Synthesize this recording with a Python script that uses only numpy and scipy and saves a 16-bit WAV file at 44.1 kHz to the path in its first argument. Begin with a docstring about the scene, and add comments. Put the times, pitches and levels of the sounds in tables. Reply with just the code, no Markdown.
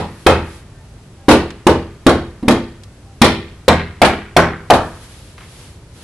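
"""Window panel tapped into its frame

A mallet taps a light storm window panel into its frame, working along the edge.
Each blow knocks the edge (swinging tone, noise band), sets the sheet booming (decaying modes, noise bands)
and makes it chatter in the frame (gated noise), overloading the microphone (hard clipping).
Between the blows: small frame ticks, rustling clothes, low outdoor rumble, faint far tones, hiss and whine."""
import sys
import numpy as np
from scipy import signal
from scipy.fft import rfft, irfft, next_fast_len
from scipy.io import wavfile

SR = 44100
rng = np.random.default_rng(int(sys.argv[2]) if len(sys.argv) > 2 else 0)


def unload_audio(sound):
    """Save the sound as a 16-bit wav file, at the path given as the first command line argument."""
    columns = np.transpose(np.atleast_2d(sound))
    # keep every value between -1 and 1, then stretch to whole-number steps
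    steps = np.round(np.clip(columns, -1, 1) * 32767)
    wavfile.write(sys.argv[1], SR, steps.astype(np.int16))


N = 266034
TIME_S = np.arange(N) / SR
AGE_S = np.arange(int(.72 * SR)) / SR  # time since the onset of one sound
BAND_HZ = 30 * 2 ** (np.arange(18) / 2)  # half-octave steps

# mallet blows: (time [s], force [dB], height up the edge [m], knock pitch [Hz], then relative to the force:
# knock [dB], second knock [dB], crack [dB], rattle [dB], slap [dB])
BLOWS = [(-.115, -1, 1.3, 845, 8, -11, -9, -17, -10.5), (0.2642, -0.5, 0.95, 382, -1, -0.5, -2, -14.5, -23),
         (1.2834, 1, .25, 303.8, 7, 2, -22, -22, -12), (1.6668, -2.5, .15, 312, 3.5, 3, -4, -38, -20.5),
         (2.0646, -1.5, 0.16, 272.6, 2.5, -7, -3.5, -38, -17.5),
         (2.427, -26.5, .2, 236.4, 21, -5, -10.5, -28, -27),
         (2.4809, -2, 0.22, 237.3, 7.5, -6.5, -5.5, -26.5, -18),
         (3.216, 0.5, .36, 222.5, 1, -22, 2.5, -14, -12),
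         (3.6804, -1.5, 0.78, 509, -0.5, -13, 0.5, -9.5, -41),
         (4.017, -1.5, 0.86, 769, 2.5, -5, -4.5, -8, -11.5), (4.3652, -1.5, 1.0, 706, -3, 1, 1, -8.5, -25),
         (4.7012, -2.5, 1.32, 785.5, 6.5, 6.5, -3.5, -8.5, -15)]
# two strong low drum modes of the panel, their levels varying with height and by blow:
# (frequency [Hz], relative level [dB], t60 [s])
DRUM_MODES = [(80.97, -2, 0.55), (163.7, -4.5, 0.52)]
# other panel modes, some short and some long: (frequency [Hz], relative level [dB], t60 [s])
PANEL_MODES = [(67, -2, 0.42), (96.8, -8.5, 0.66), (127.5, -3.5, 0.44), (204, -2, 0.5), (239.8, 1, 0.4),
               (273, 0, 0.24), (336.4, 1.5, 0.47), (398.7, -8, 0.56), (429, -9.5, 0.46), (504, -16, 0.64),
               (526, 1, 0.25), (610, -1, 0.27), (790, -6, 0.34), (897, -9, 0.38), (989, -17.5, 0.5),
               (1087, -6.5, 0.34), (1173, -10, 0.43), (1230, -33, 0.92), (1570, -34, 0.23),
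               (1680, -12, 0.17), (1837, -23, 0.7), (2120, -11, 0.22), (3230, -33, 0.87), (4130, -31, 0.14)]
# crowded bending waves of the sheet: (frequency [Hz], relative level before tilt [dB per octave band], t60 [s])
SHEET_BANDS = [(30, -21.5, 0.81), (70.5, -20, 0.15), (138, -10.5, 0.43), (250, -8.5, 0.45), (520, -1, 0.32),
               (1040, -5.5, 0.3), (2030, -13.5, 0.41), (3830, -18, 0.36), (5370, -21, 0.31),
               (10100, -24.5, 0.22)]
# hard contact of panel and frame: (frequency [Hz], relative level [dB per octave band])
CONTACT_SPECTRUM = [(300, -19), (900, 1.5), (2000, -4.5), (4000, -1.5), (6000, -12.5), (10500, -10.5)]
# small ticks of the frame: (time [s], level [dB], centre [Hz], t60 [s])
FRAME_TICKS = [(1.504, -32, 2200, 0.032), (1.506, -26.5, 2000, 0.03), (2.835, -36, 3880, .042),
               (5.379, -35, 1360, 0.087), (5.405, -40, 1210, 0.46)]
# arm and body movements: (middle [s], half-width to -17 dB [s], relative level [dB])
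MOVES = [(.22, 0.34, -51), (0.533, 0.11, -47), (5.017, 0.4, -47.5), (5.333, 0.23, -55.5),
         (5.593, 0.19, -47), (6.03, 0.14, -48)]
# sliding cloth: (frequency [Hz], relative level [dB per octave band])
CLOTH_SPECTRUM = [(500, -10.5), (1500, -8.5), (4000, -4.5), (7000, -7), (11000, -2.5)]
# low outdoor rumble: (frequency [Hz], level [dB per octave band])
RUMBLE_SPECTRUM = [(25, -59), (55, -44.5), (105, -40.5), (180, -47.5), (350, -55.5), (1000, -70)]
# distant hum and hiss of the neighbourhood: (frequency [Hz], level before AIR_DB [dB per octave band])
AIR_SPECTRUM = [(200, -60.5), (350, -52.5), (700, -56.5), (1500, -61), (4000, -66.5), (10500, -73)]
# faint tones from far away: (start [s], length [s], mid-tone pitch [Hz], peak level [dB])
FAR_TONES = [(0.731, 0.073, 1565, -57), (0.729, 0.12, 1800, -56), (0.785, 0.057, 880, -49.5),
             (1.15, 0.29, 793, -47.5), (1.18, 0.075, 1630, -56), (3.03, 0.14, 790, -48.5)]
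# microphone hiss: (frequency [Hz], level [dB per octave band])
HISS_SPECTRUM = [(500, -71), (2000, -66), (5000, -62), (10500, -62)]
# thin electrical whine: (frequency [Hz], level [dB])
WHINE = (7900, -73)

# edge and sheet, relative to the force
SWING_DB, SHEET_DB = 0.5, -2
SHEET_TILT_DB_PER_OCTAVE, TILT_PER_FORCE_DB = 0.69, 0.27
# the second knock lies this share of the way, in octaves, to the pitch that the sheet favours
FAVOURED_HZ, FAVOURED_SHARE = 589, .62
# higher up the edge the panel is looser: stronger drum modes, lower rattle, later slap
BOOM_DB, BOOM_DB_PER_M = -11.5, -0.5
DRUM_DB, DRUM_DB_PER_M, DRUM_SCATTER_DB = np.array([-1.5, -0.5]), 4, 3.55
RATTLE_HZ, RATTLE_OCTAVES_PER_M, RATTLE_OCTAVES, RATTLE_TOP_HZ = 3850, -1.51, 1.2, 5000
SLAP_S, SLAP_S_PER_M = .026, .007
# one slow sway of the panel; its ticking weakens with height
SWAY_S, CHATTER_DB_PER_M = .04, -2
AIR_DB = 1
MIC_TOP_HZ, TOP_HZ = 11400, 16200


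def undb(db):
    """Decibels to gain."""
    return 10 ** (np.asarray(db) / 20)


def fade(t60_s):
    """Free exponential decay, 60 dB in t60_s."""
    return np.exp(-np.log(1000) * AGE_S / t60_s)


def swell_in(build_s):
    """Exponential build-up."""
    return 1 - np.exp(-AGE_S / build_s)


def at_hz(table, hz):
    """Columns of a spectrum table, interpolated over log frequency."""
    table_hz, *columns = np.transpose(table)
    return [np.interp(np.log(hz), np.log(table_hz), column) for column in columns]


def add(out, start_s, sound):
    """Mix a sound in at start_s, cut to the length of the scene."""
    start = int(round(start_s * SR))
    a, b = max(start, 0), min(start + sound.shape[-1], N)
    out[:, a:b] += sound[..., a - start:b - start]


def walk(rate_hz):
    """Slow random curve: normal knots joined by straight lines."""
    knots = rng.standard_normal(int(N / SR * rate_hz) + 2)
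    return np.interp(TIME_S * rate_hz, np.arange(len(knots)), knots)


def noise(hz, octaves, size, apart_hz=3500, widest=0.96):
    """Stereo noise band of rms 1; short waves differ more between the channels."""
    n = next_fast_len(size, real=True)
    f = np.arange(1, n // 2) * SR / n
    shape = np.exp(-2 * (np.log2(f / hz) / octaves) ** 2)
    phase = 2 * np.pi * rng.random((2, len(f)), dtype=np.float32)
    spectrum = np.zeros((2, n // 2 + 1), np.complex64)
    spectrum[:, 1:n // 2] = shape * (np.cos(phase) + 1j * np.sin(phase))
    mid, side = irfft(spectrum, n)[:, :size]
    side = side * min(hz / apart_hz, widest)
    pair = np.array([mid + side, mid - side])
    return pair / pair.std()


def coloured(table, size, apart_hz=3200, widest=0.9):
    """Stereo noise; the table sets the octave-band levels of its mid signal."""
    n = next_fast_len(size, real=True)
    f = np.maximum(np.fft.rfftfreq(n, 1 / SR), 1)
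    low_cut = np.minimum(f / table[0][0], 1) ** 2
    per_octave = np.sqrt(SR / (2 * np.log(2) * f))  # white noise to equal power per octave
    gain = undb(at_hz(table, f)[0]) * low_cut * per_octave
    mid, side = rfft(rng.standard_normal((2, n))) * gain
    side = side * np.minimum(f / apart_hz, widest)
    return irfft(np.array([mid + side, mid - side]), n)[:, :size]


def mallet():
    """Every blow, then the slap of the returning panel and the echo; all scale with the force."""
    out = np.zeros((2, N))
    for s, force_db, height_m, *contact, slap_db in BLOWS:
        force = undb(force_db)
        add(out, s, force * blow(force_db, height_m, *contact))
        after = undb(slap_db) * slap() + yard()
        add(out, s + SLAP_S + SLAP_S_PER_M * height_m, force * after)
    return out


def blow(force_db, height_m, hz, knock_db, second_db, crack_db, rattle_db):
    """Panel's answer to one blow: the edge swings and knocks, the sheet cracks, rattles, booms and chatters."""
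    second_hz = hz * (FAVOURED_HZ / hz) ** FAVOURED_SHARE
    edge = undb(SWING_DB) * swing(hz) + undb(knock_db) * knock(hz) + undb(second_db) * knock(second_hz)
    waves = undb(SHEET_DB) * sheet(SHEET_TILT_DB_PER_OCTAVE + TILT_PER_FORCE_DB * force_db)
    rattle_hz = RATTLE_HZ * 2 ** (RATTLE_OCTAVES_PER_M * height_m)
    buzz = undb(rattle_db) * rattle(rattle_hz, RATTLE_OCTAVES)
    short_waves = clustered(undb(crack_db) * crack() + waves + buzz)
    drum_db = DRUM_DB + DRUM_DB_PER_M * height_m + DRUM_SCATTER_DB * rng.standard_normal(2)
    body = undb(BOOM_DB + BOOM_DB_PER_M * height_m) * boom(drum_db)
    return edge + short_waves + body + undb(CHATTER_DB_PER_M * height_m) * chatter()


def swing(hz, direct_db=10, direct_t60_s=0.023):
    """The edge gives way under the mallet and swings for a few cycles."""
    return -undb(direct_db) * np.sin(2 * np.pi * hz * AGE_S) * fade(direct_t60_s)


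def knock(hz, return_db=-9, return_t60_s=0.3, octaves=0.49, tone_db=-11.5, tone_t60_s=0.32, build_s=0.0055):
    """Waves come back from the frame and gather round a pitch set by the place struck."""
    crowd = undb(return_db) * noise(hz, octaves, len(AGE_S)) * fade(return_t60_s)
    tone = undb(tone_db) * np.sin(2 * np.pi * (hz * AGE_S + rng.random())) * fade(tone_t60_s)
    return (crowd + tone) * swell_in(build_s)


def crack(rise_s=0.0029, crack_t60_s=0.022, crack_db=13, grain_db=4, grain_s=0.001056):
    """The mallet drives the edge hard against the frame: a burst with a randomly grainy level."""
    knots = rng.standard_normal(2000)
    grain = undb(grain_db * np.interp(AGE_S / grain_s, np.arange(len(knots)), knots))
    grain = grain / np.sqrt(np.mean(grain ** 2))
    envelope = swell_in(rise_s) ** 2 * fade(crack_t60_s) * grain
    return undb(crack_db) * envelope * coloured(CONTACT_SPECTRUM, len(AGE_S), apart_hz=4000, widest=0.35)


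def sheet(tilt_db, spread_s=0.0092, pivot_hz=500):
    """Crowded bending modes; long waves travel slowly, so the bass builds up later."""
    out = 0
    for hz in BAND_HZ:
        db, t60_s = at_hz(SHEET_BANDS, hz)
        gain = undb(db + tilt_db * np.log2(hz / pivot_hz))
        build = swell_in(spread_s * (pivot_hz / hz) ** .7)
        out = out + gain * build * fade(t60_s) * noise(hz, 0.7, len(AGE_S))
    return out / np.sqrt(2)  # two bands per octave


def rattle(hz, octaves, t60_s=0.5, steady=0.59, touch_s=0.003, scatter_db=3, uneven=0.31):
    """The loose edge touches the frame about once per swing of the first drum mode."""
    gaps, sizes = rng.standard_normal((2, 60))
    times_s = np.cumsum(np.exp(uneven * gaps)) / DRUM_MODES[0][0]
    touches = np.zeros(len(AGE_S))
    for s, size in zip(times_s, undb(scatter_db * sizes)):
        after = touches[int(s * SR):][:SR // 30]  # a view: adding to it fills touches
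        after += size * np.exp(-AGE_S[:len(after)] / touch_s)
    buzz = (steady + touches) * fade(t60_s) * noise(hz, octaves, len(AGE_S))
    return signal.sosfilt(signal.butter(8, RATTLE_TOP_HZ, fs=SR, output="sos"), buzz)


def clustered(sound, patchy_db=3.5, cluster_hz=90, above_hz=700):
    """Each blow favours some clusters of short bending waves: random gain over frequency."""
    n = next_fast_len(len(AGE_S) + SR // 10, real=True)
    f = np.fft.rfftfreq(n, 1 / SR)
    knots = rng.standard_normal(600)
    patches = np.interp(f / cluster_hz, np.arange(len(knots)), knots)
    gain = undb(patchy_db * np.minimum(f / above_hz, 1) * patches)
    gain = gain / np.sqrt(np.mean(gain ** 2))
    return irfft(rfft(sound, n) * gain, n)[:, :len(AGE_S)]


def boom(drum_db):
    """The panel's own modes; drum_db sets how much the two drum modes get."""
    drum = sum(undb(db) * mode(*row) for db, row in zip(drum_db, DRUM_MODES))
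    return drum + sum(mode(*row) for row in PANEL_MODES)


def mode(hz, db, t60_s, scatter_db=2.4, detune=0.00365, build_cycles=1.9):
    """One panel mode; it builds up over its first cycles, a little differently each time."""
    pitch, level, phase = rng.standard_normal(3)
    wave = np.sin(2 * np.pi * (hz * (1 + detune * pitch) * AGE_S + phase))
    return undb(db + scatter_db * level) * wave * fade(t60_s) * swell_in(build_cycles / hz)


def chatter(chatter_db=-25, chatter_hz=4300, octaves=0.3, tick_s=0.0067, chatter_t60_s=0.59):
    """The swaying panel ticks against the frame, more faintly each time."""
    touches = np.exp(-(AGE_S % SWAY_S) / tick_s) * (AGE_S > SWAY_S)
    return undb(chatter_db) * touches * fade(chatter_t60_s) * noise(chatter_hz, octaves, len(AGE_S))


def slap(slap_db=-3, slap_t60_s=0.12, wash_db=-10, wash_t60_s=0.39):
    """The panel swings back against the frame, with a crunchy wash after it."""
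    envelope = fade(slap_t60_s) + undb(wash_db) * fade(wash_t60_s)
    return undb(slap_db) * envelope * coloured(CONTACT_SPECTRUM, len(AGE_S))


def yard(yard_db=-40, yard_hz=1200, octaves=1.75, yard_t60_s=1.38, arrive_s=0.035):
    """Walls and trees further off return a faint wash after each blow."""
    return undb(yard_db) * swell_in(arrive_s) * fade(yard_t60_s) * noise(yard_hz, octaves, len(AGE_S))


def ticks(octaves=1.95):
    """The frame settles with small ticks: decaying noise bands."""
    out = np.zeros((2, N))
    for s, db, hz, t60_s in FRAME_TICKS:
        add(out, s, undb(db) * fade(t60_s) * noise(hz, octaves, len(AGE_S)))
    return out


def clothes(flutter_db=2):
    """Cloth slides as arm and body move; each movement swells and dies away."""
    speed = sum(undb(db) * np.exp(-2 * ((TIME_S - s) / width_s) ** 2) for s, width_s, db in MOVES)
    return speed * undb(flutter_db * walk(25)) * coloured(CLOTH_SPECTRUM, N)


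def outdoors(swell_db=0.5):
    """Steady rumble and distant noise that swells gently."""
    air = undb(AIR_DB + swell_db * walk(3.1)) * coloured(AIR_SPECTRUM, N)
    return coloured(RUMBLE_SPECTRUM, N) + air


def far_tones(sag=0.017):
    """Short distant tones that swell, sag in pitch and fade."""
    out = np.zeros((2, N))
    for s, length_s, hz, db in FAR_TONES:
        progress = np.linspace(0, 1, int(length_s * SR))
        cycles = np.cumsum(hz * (1 + sag * (.5 - progress))) / SR
        add(out, s, undb(db) * np.sin(np.pi * progress) * np.sin(2 * np.pi * cycles))
    return out


def hiss_and_whine():
    """The microphone's hiss and a thin electrical whine, both steady."""
    hz, db = WHINE
    return coloured(HISS_SPECTRUM, N) + undb(db) * np.sin(2 * np.pi * hz * TIME_S)


def scene():
    """The work at the window over its quiet background."""
    return mallet() + ticks() + clothes() + outdoors() + far_tones() + hiss_and_whine()


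def record(dry, drive_db=0):
    """The microphone passes little treble; peaks clip flat at full scale, then a last low-pass."""
    heard = signal.sosfilt(signal.ellip(8, .3, 60, MIC_TOP_HZ, fs=SR, output="sos"), dry)
    clipped = np.clip(undb(drive_db) * heard, -1, 1)
    return signal.sosfilt(signal.ellip(8, .1, 70, TOP_HZ, fs=SR, output="sos"), clipped)


dry = scene()
out = record(dry)
unload_audio(out)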